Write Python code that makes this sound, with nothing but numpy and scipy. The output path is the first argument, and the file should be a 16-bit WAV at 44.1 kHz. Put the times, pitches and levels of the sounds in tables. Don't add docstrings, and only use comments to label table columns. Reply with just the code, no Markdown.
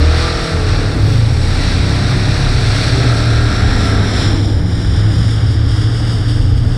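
import sys
import numpy as np
from scipy import signal
from scipy.fft import rfft, irfft, next_fast_len
from scipy.io import wavfile
from scipy.ndimage import uniform_filter1d, map_coordinates

SR = 44100
rng = np.random.default_rng(int(sys.argv[2]) if len(sys.argv) > 2 else 0)


def persist_wave(psi):
    counts = np.round(np.clip(psi, -1, 1) * 32767).astype(np.int16)
    wavfile.write(sys.argv[1], SR, np.atleast_2d(counts).T)


def attenuation_scalar(level_db):
    decades = np.asarray(level_db, float) / 20
    return 10 ** decades


N = 298557
T = np.arange(N) / SR

# t/s, f/Hz
CRANK_SPEED = [(0, 38.8), (.2, 40.48), (.36, 41.4), (.56, 40.2), (.81, 36.9), (1.13, 29.87), (1.33, 27.91),
               (1.79, 31.8), (1.96, 33.13), (2.72, 34.57), (3.2, 37.29), (3.8, 38), (4, 36.23),
               (4.35, 33.92), (4.55, 44.26), (5.3, 39.63), (5.9, 39.03), (6.77, 35.83)]
MOOD_S = [.55, 1.2, 2.5, 3.1]
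# first rev level/dB, climb level/dB, peak level/dB
LOW_ORDERS_DB = [(-18, -18.5, -20.5), (-18.5, -21, -17), (-20, -14, -20.5)]
# order, first rev level/dB, climb level/dB, peak level/dB
UPPER_ORDERS = [(4, -29, -27, -36), (5, -50, -29, -39), (6, -46, -35, -42), (7, -38, -42, -34),
                (8, -32, -35, -33), (9, -36, -35, -41), (10, -44, -41, -39), (11, -30, -34.5, -33),
                (12, -31, -43, -43), (13, -40, -43, -38), (14, -46, -39, -41), (15, -38, -44, -42),
                (16, -33, -50, -37), (17, -43, -46, -41), (18, -38, -35, -32), (19, -42, -47, -36),
                (20, -44, -43, -38), (21, -46, -38, -46), (28, -41, -56, -54), (29, -33, -54, -52),
                (30, -37, -52, -56), (32, -32, -53, -45), (34, -43, -53, -44), (36, -42, -42, -33),
                (38, -45, -52, -40), (40, -40, -43, -44), (43, -44, -46, -38), (44, -48, -48, -40),
                (46, -47, -43, -43), (49, -48, -50, -41)]
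EASED_ORDERS = 1, 1.5, 2, 2.5, 4, 6.5, 7, 8, 9
# on catching level/dB, settled level/dB
EASED_ORDERS_DB = [(-32, -26), (-29, -25.5), (-31, -20.5), (-19, -20), (-19.5, -32), (-31, -38.5),
                   (-39, -36.5), (-38, -29.5), (-44, -47)]
# f/Hz, width/Hz, level/dB
BLOCK_MODES = [(945, 200, -16), (1217, 110, -2.5), (1350, 62, -1), (1646, 106, -10.5), (1786, 300, -12.5)]
# t/s, length/s, level/dB
WHEEL_HOPS = [
    (.48, 0.033, -10),
    (.92, 0.031, -5),
    (2.83, 0.019, -3),
    (4.12, .04, -6.5),
    (4.71, .03, -7),
    (4.81, 0.027, -5),
    (5.35, .02, -1),
    (6.64, 0.019, -1),
]
# t/s, f/Hz, level/dB
DRIVELINE = [(0, 75.9, -11.5), (.45, 82.96, -23), (.85, 97.6, -16), (1.2, 112.5, -11), (1.6, 134.4, -23),
             (1.8, 132.4, -42), (2.07, 126.8, -18.5), (2.45, 129.5, -21), (2.8, 126.2, -17),
             (3.07, 117.6, -12), (3.36, 112, -14), (3.85, 104.4, -18), (4.24, 101.8, -13),
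             (4.79, 99.87, -20.5), (5.02, 106.7, -12.5), (5.32, 111.8, -13), (6.2, 114, -15),
             (6.77, 119.9, -16)]
# t/s, level/dB
WHEELSPIN = [(0.0, -24), (0.02, -21.5), (0.22, -20.5), (0.66, -24.5), (0.69, -22), (0.96, -26), (1.35, -27),
             (1.65, -22.5), (2.35, -22), (2.91, -21), (3.13, -22), (3.87, -22.5), (4.02, -23.5),
             (4.22, -21.5), (4.56, -32), (5.03, -28.5), (6.29, -29.5), (6.74, -32.5)]
# level/dB at usual effort, slope/(dB per dB of effort)
SNOW_LAYERS = [(-27, 1.01), (-29, 1.06), (-43, 0.66), (-23.5, -0.14)]
# f/Hz, level/dB per Hz
SNOW_COLOUR = [(300, -32), (500, -33), (750, 1), (1000, 0.5), (1400, -1.5), (2200, -7), (3100, -8.5),
               (4000, -10), (5500, -7), (6000, -20.5), (8300, -20.5), (10000, -25), (11300, -40.5),
               (15200, -43.5)]
# f/Hz, level/dB per Hz
CHURN_COLOUR = [(76, -32), (130, -1), (193, -10), (290, -6), (341, -14.5), (460, -10), (527, -16),
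                (900, -13), (1170, -56), (1980, -120)]
SPLIT_HZ = 2700, 6200
# t/s, length/s, level/dB
SCOOPS = [(.22, 0.069, 2), (.68, 0.042, 1), (1.15, 0.12, 2.5), (1.6, 0.25, 1.5), (2.82, 0.23, 3),
          (3.86, .04, 2), (4.24, 0.079, 2), (5.15, 0.22, 1), (5.42, .05, -0.5), (5.52, .03, 2),
          (5.72, 0.041, 1), (6.12, 0.089, 2), (6.3, 0.029, 4.5), (6.58, 0.018, 4)]
# t/s, length/s, level/dB
DIGS = [
    (1.66, 0.17, 1.5),
    (3.0, .25, 4),
    (4.15, 0.39, 6),
    (5.05, 0.16, 1.5),
]
# t/s, f/Hz, length/s, level/dB
PANEL_THUDS = [(0.037, 296, 0.067, -17.5), (1.105, 145, 0.13, -13.5), (1.06, 307.2, 0.16, -23),
               (1.9, 183, 0.22, -21.5), (2.964, 278, 0.041, -23.5), (3.8, 210.5, 0.41, -20),
               (4.373, 315, 0.19, -19.5), (5.197, 173.2, .12, -19), (6.15, 190, 0.072, -24)]
# t/s, lag/ms, share/0-1
SNOW_ECHO = [(0, .487, .4), (1.5, .49, .45), (2.7, .49, .5), (3.5, .507, .5), (4.2, .535, .45),
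             (4.6, .565, .55), (5.2, .58, .58), (6, .6, .58), (6.77, .605, .55)]
# f/Hz, level/dB
SNOW_SOAK = [(100, 0), (2000, -1), (4300, 1), (5800, -3), (8500, 0), (11000, -9), (16000, -20)]
# f/Hz, level/dB per Hz
RUMBLE_COLOUR = [(12, -36), (24, 6), (45, 5), (75, 8.5), (110, 2), (160, -10.5), (240, -34), (500, -99)]
# t/s, length/s, level/dB
GUSTS = [(1.05, 0.056, 1), (1.8, 0.18, 4), (2.55, 0.18, 2), (2.95, 0.054, 5), (3.7, 0.28, 6),
         (4.2, 0.44, 7), (4.85, 0.4, 8), (5.24, 0.087, 2.5), (5.67, 0.13, 6), (6.1, .1, -1),
         (6.55, 0.31, 9.5)]
# f/Hz,
# width/Hz, level/dB
HOUSING_DIPS = [(6350, 170, -5.5), (11900, 560, -3), (896, 18, -4.5), (2640, 88, -1), (4360, 200, -1),
                (7200, 120, 2)]
# spectrum (f/Hz, level/dB per Hz), then total level/dB
SELF_NOISE = [(3000, -25), (9000, -4.5), (12000, -1), (15500, -9)], -62.5

INERTIA_S = 0.06
LIFT_OFF_S, SHIFT_S, CATCH_S, SETTLE_S = 3.94, 4.567, 4.64, 5.5
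SHIFT_DIP_DB = -24
UPPER_DB = 4.5
BOG_HZ, BOG_DB_PER_HZ = 33, 0.8
KNOCK_DB, KNOCK_DB_PER_HZ, KNOCK_AT_HZ = -2.5, 0.2, 38
USUAL_SPIN_DB = -25
PATCHY_DB = 1.1
CALM_DB = -22.5


def curves(table):
    s, *columns = np.transpose(table)
    return [np.interp(T, s, column) for column in columns]


def swells(events):
    return sum(db * np.exp(-((T - s) / length_s) ** 2) for s, length_s, db in events)


def unit(x):
    return x / np.sqrt(np.mean(x ** 2))


def walk(rate_hz):
    held = np.repeat(rng.standard_normal(int(N / SR * rate_hz) + 2), 8)
    slewed = uniform_filter1d(uniform_filter1d(held, size=8), size=8)
    return np.interp(T * rate_hz * 8, np.arange(len(held)), unit(slewed))


def colour(x, points, lo_hz=1.0, hi_hz=20000.0):
    size = next_fast_len(N)
    f = np.arange(1, size // 2 + 2) * SR / size
    hz, db = np.transpose(points)
    gain = attenuation_scalar(np.interp(np.log(f), np.log(hz), db))
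    edges = 1 / np.sqrt((1 + (lo_hz / f) ** 8) * (1 + (f / hi_hz) ** 8))
    return irfft(rfft(x, size) * gain * edges, size)[:N]


def noise(points, lo_hz=1.0, hi_hz=19600.0):
    return unit(colour(rng.standard_normal(N), points, lo_hz, hi_hz))


def tone(turns, db, flutter_db, wobble_rad, rate_hz):
    level = np.sqrt(2) * attenuation_scalar(db + flutter_db * walk(rate_hz))
    phase = 2 * np.pi * turns + wobble_rad * walk(rate_hz) + 7 * rng.random()
    return level * np.sin(phase)


def mood(first_db, climb_db, peak_db):
    return np.interp(T, MOOD_S, [first_db, climb_db, climb_db, peak_db])


def exhaust_orders(turns, crank_hz, load_db):
    out = 0
    for order, db in enumerate(LOW_ORDERS_DB, 1):
        level_db = load_db + swells(WHEEL_HOPS) + mood(*db)
        out = out + tone(order * turns, level_db, flutter_db=2.5, wobble_rad=0.49, rate_hz=9)
    upper_db = load_db + UPPER_DB + BOG_DB_PER_HZ * np.minimum(crank_hz - BOG_HZ, 0)
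    for order, *db in UPPER_ORDERS:
        out = out + tone(order * turns, upper_db + mood(*db), flutter_db=2.1, wobble_rad=0.28, rate_hz=9)
    caught_db = np.interp(T, [LIFT_OFF_S, SHIFT_S, CATCH_S], [3 * SHIFT_DIP_DB, SHIFT_DIP_DB, 0])
    for order, db in zip(EASED_ORDERS, EASED_ORDERS_DB):
        level_db = caught_db + np.interp(T, [CATCH_S, SETTLE_S], db)
        out = out + tone(order * turns, level_db, flutter_db=4.0, wobble_rad=0.49, rate_hz=11)
    return out


def block_knock(turns):
    knocks = np.diff(np.floor(turns), prepend=0) * attenuation_scalar(1.2 * rng.standard_normal(N))
    ring = 0
    for hz, width_hz, db in BLOCK_MODES:
        mode = signal.iirpeak(hz, hz / width_hz, SR)
        ring = ring + attenuation_scalar(db) * unit(signal.lfilter(*mode, signal.lfilter(*mode, knocks)))
    return unit(ring)


def engine(turns, crank_hz, hiss_db):
    load_db = np.interp(T, [LIFT_OFF_S, SHIFT_S, CATCH_S], [0, SHIFT_DIP_DB, 3 * SHIFT_DIP_DB])
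    knock_db = hiss_db + load_db + KNOCK_DB + KNOCK_DB_PER_HZ * (crank_hz - KNOCK_AT_HZ)
    return exhaust_orders(turns, crank_hz, load_db) + block_knock(turns) * attenuation_scalar(knock_db)


def driveline():
    hz, db = curves(DRIVELINE)
    return tone(np.cumsum(hz) / SR, db + swells(WHEEL_HOPS), flutter_db=1.37, wobble_rad=0.51, rate_hz=12)


def snow(turns, hiss_db, spray_db, fine_db, churn_db):
    surge = walk(8) + 0.58 * walk(35)
    throb = np.cos(2 * np.pi * turns)
    hiss_db = hiss_db - 1.07 + 0.51 * surge + 0.3 * throb + 0.53 * walk(9)
    spray_db = spray_db + 0.45 + 0.16 * surge + 0.28 * throb + 0.17 * walk(20)
    fine_db = fine_db + 4.5 + 0.37 * surge + 0.87 * throb + 0.62 * walk(17)
    churn_db = churn_db - 2.0 + 0.45 * walk(4.76)
    hiss = noise(SNOW_COLOUR, hi_hz=SPLIT_HZ[0]) * attenuation_scalar(hiss_db)
    spray = noise(SNOW_COLOUR, *SPLIT_HZ) * attenuation_scalar(spray_db)
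    fine = noise(SNOW_COLOUR, lo_hz=SPLIT_HZ[1]) * attenuation_scalar(fine_db)
    churn = noise(CHURN_COLOUR) * attenuation_scalar(churn_db)
    return hiss + spray + fine + churn


def panel_thuds():
    out = 0
    for s, hz, length_s, db in PANEL_THUDS:
        boom = noise([(hz * 0.75, -60), (hz * 0.93, 0), (hz * 1.07, 0), (hz * 1.3, -60)])
        out = out + attenuation_scalar(db) * boom * np.exp(-((T - s) / length_s) ** 2)
    return out


def snow_echo(x):
    lag_ms, share = curves(SNOW_ECHO)
    echo = map_coordinates(colour(x, SNOW_SOAK), [np.arange(N) - lag_ms * SR / 1000], order=3)
    return (x + share * echo) / np.sqrt(1 + share ** 2)


def wind_rumble():
    level_db = CALM_DB + swells(GUSTS) + swells(WHEEL_HOPS) + 1.05 * walk(5.5)
    return noise(RUMBLE_COLOUR) * attenuation_scalar(level_db)


def scene():
    crank_hz = uniform_filter1d(curves(CRANK_SPEED)[0], int(INERTIA_S * SR))
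    turns = np.cumsum(crank_hz) / SR
    effort_db = curves(WHEELSPIN)[0] - USUAL_SPIN_DB
    hiss_db, spray_db, fine_db, churn_db = (db + slope * effort_db for db, slope in SNOW_LAYERS)
    patches_db = PATCHY_DB * walk(15) * np.interp(T, [LIFT_OFF_S, CATCH_S], [0.3, 1])
    flung_db = swells(SCOOPS) + patches_db
    spray_db = spray_db + 0.85 * flung_db
    fine_db = fine_db + 1.38 * flung_db
    thrown = snow(turns, hiss_db, spray_db, fine_db, churn_db + swells(DIGS))
    truck = attenuation_scalar(-4.5) * (engine(turns, crank_hz, hiss_db) + panel_thuds()) + thrown
    return (snow_echo(truck) + driveline() + wind_rumble())[None]


def housing(x):
    f = np.arange(N // 2 + 1) * SR / N
    gain_db = sum(db * np.exp(-((f - hz) / width_hz) ** 2) for hz, width_hz, db in HOUSING_DIPS)
    return irfft(rfft(x) * attenuation_scalar(gain_db), N)


def band_limit(x):
    return signal.sosfilt(signal.butter(12, 15200, fs=SR, output="sos"), x)


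def record(dry):
    hiss_colour, hiss_db = SELF_NOISE
    heard = housing(dry) + attenuation_scalar(hiss_db) * noise(hiss_colour)
    mix = np.tanh(0.89 * heard) / 0.91 * attenuation_scalar(0.26)
    return band_limit(mix)


dry = scene()
out = record(dry)
persist_wave(out)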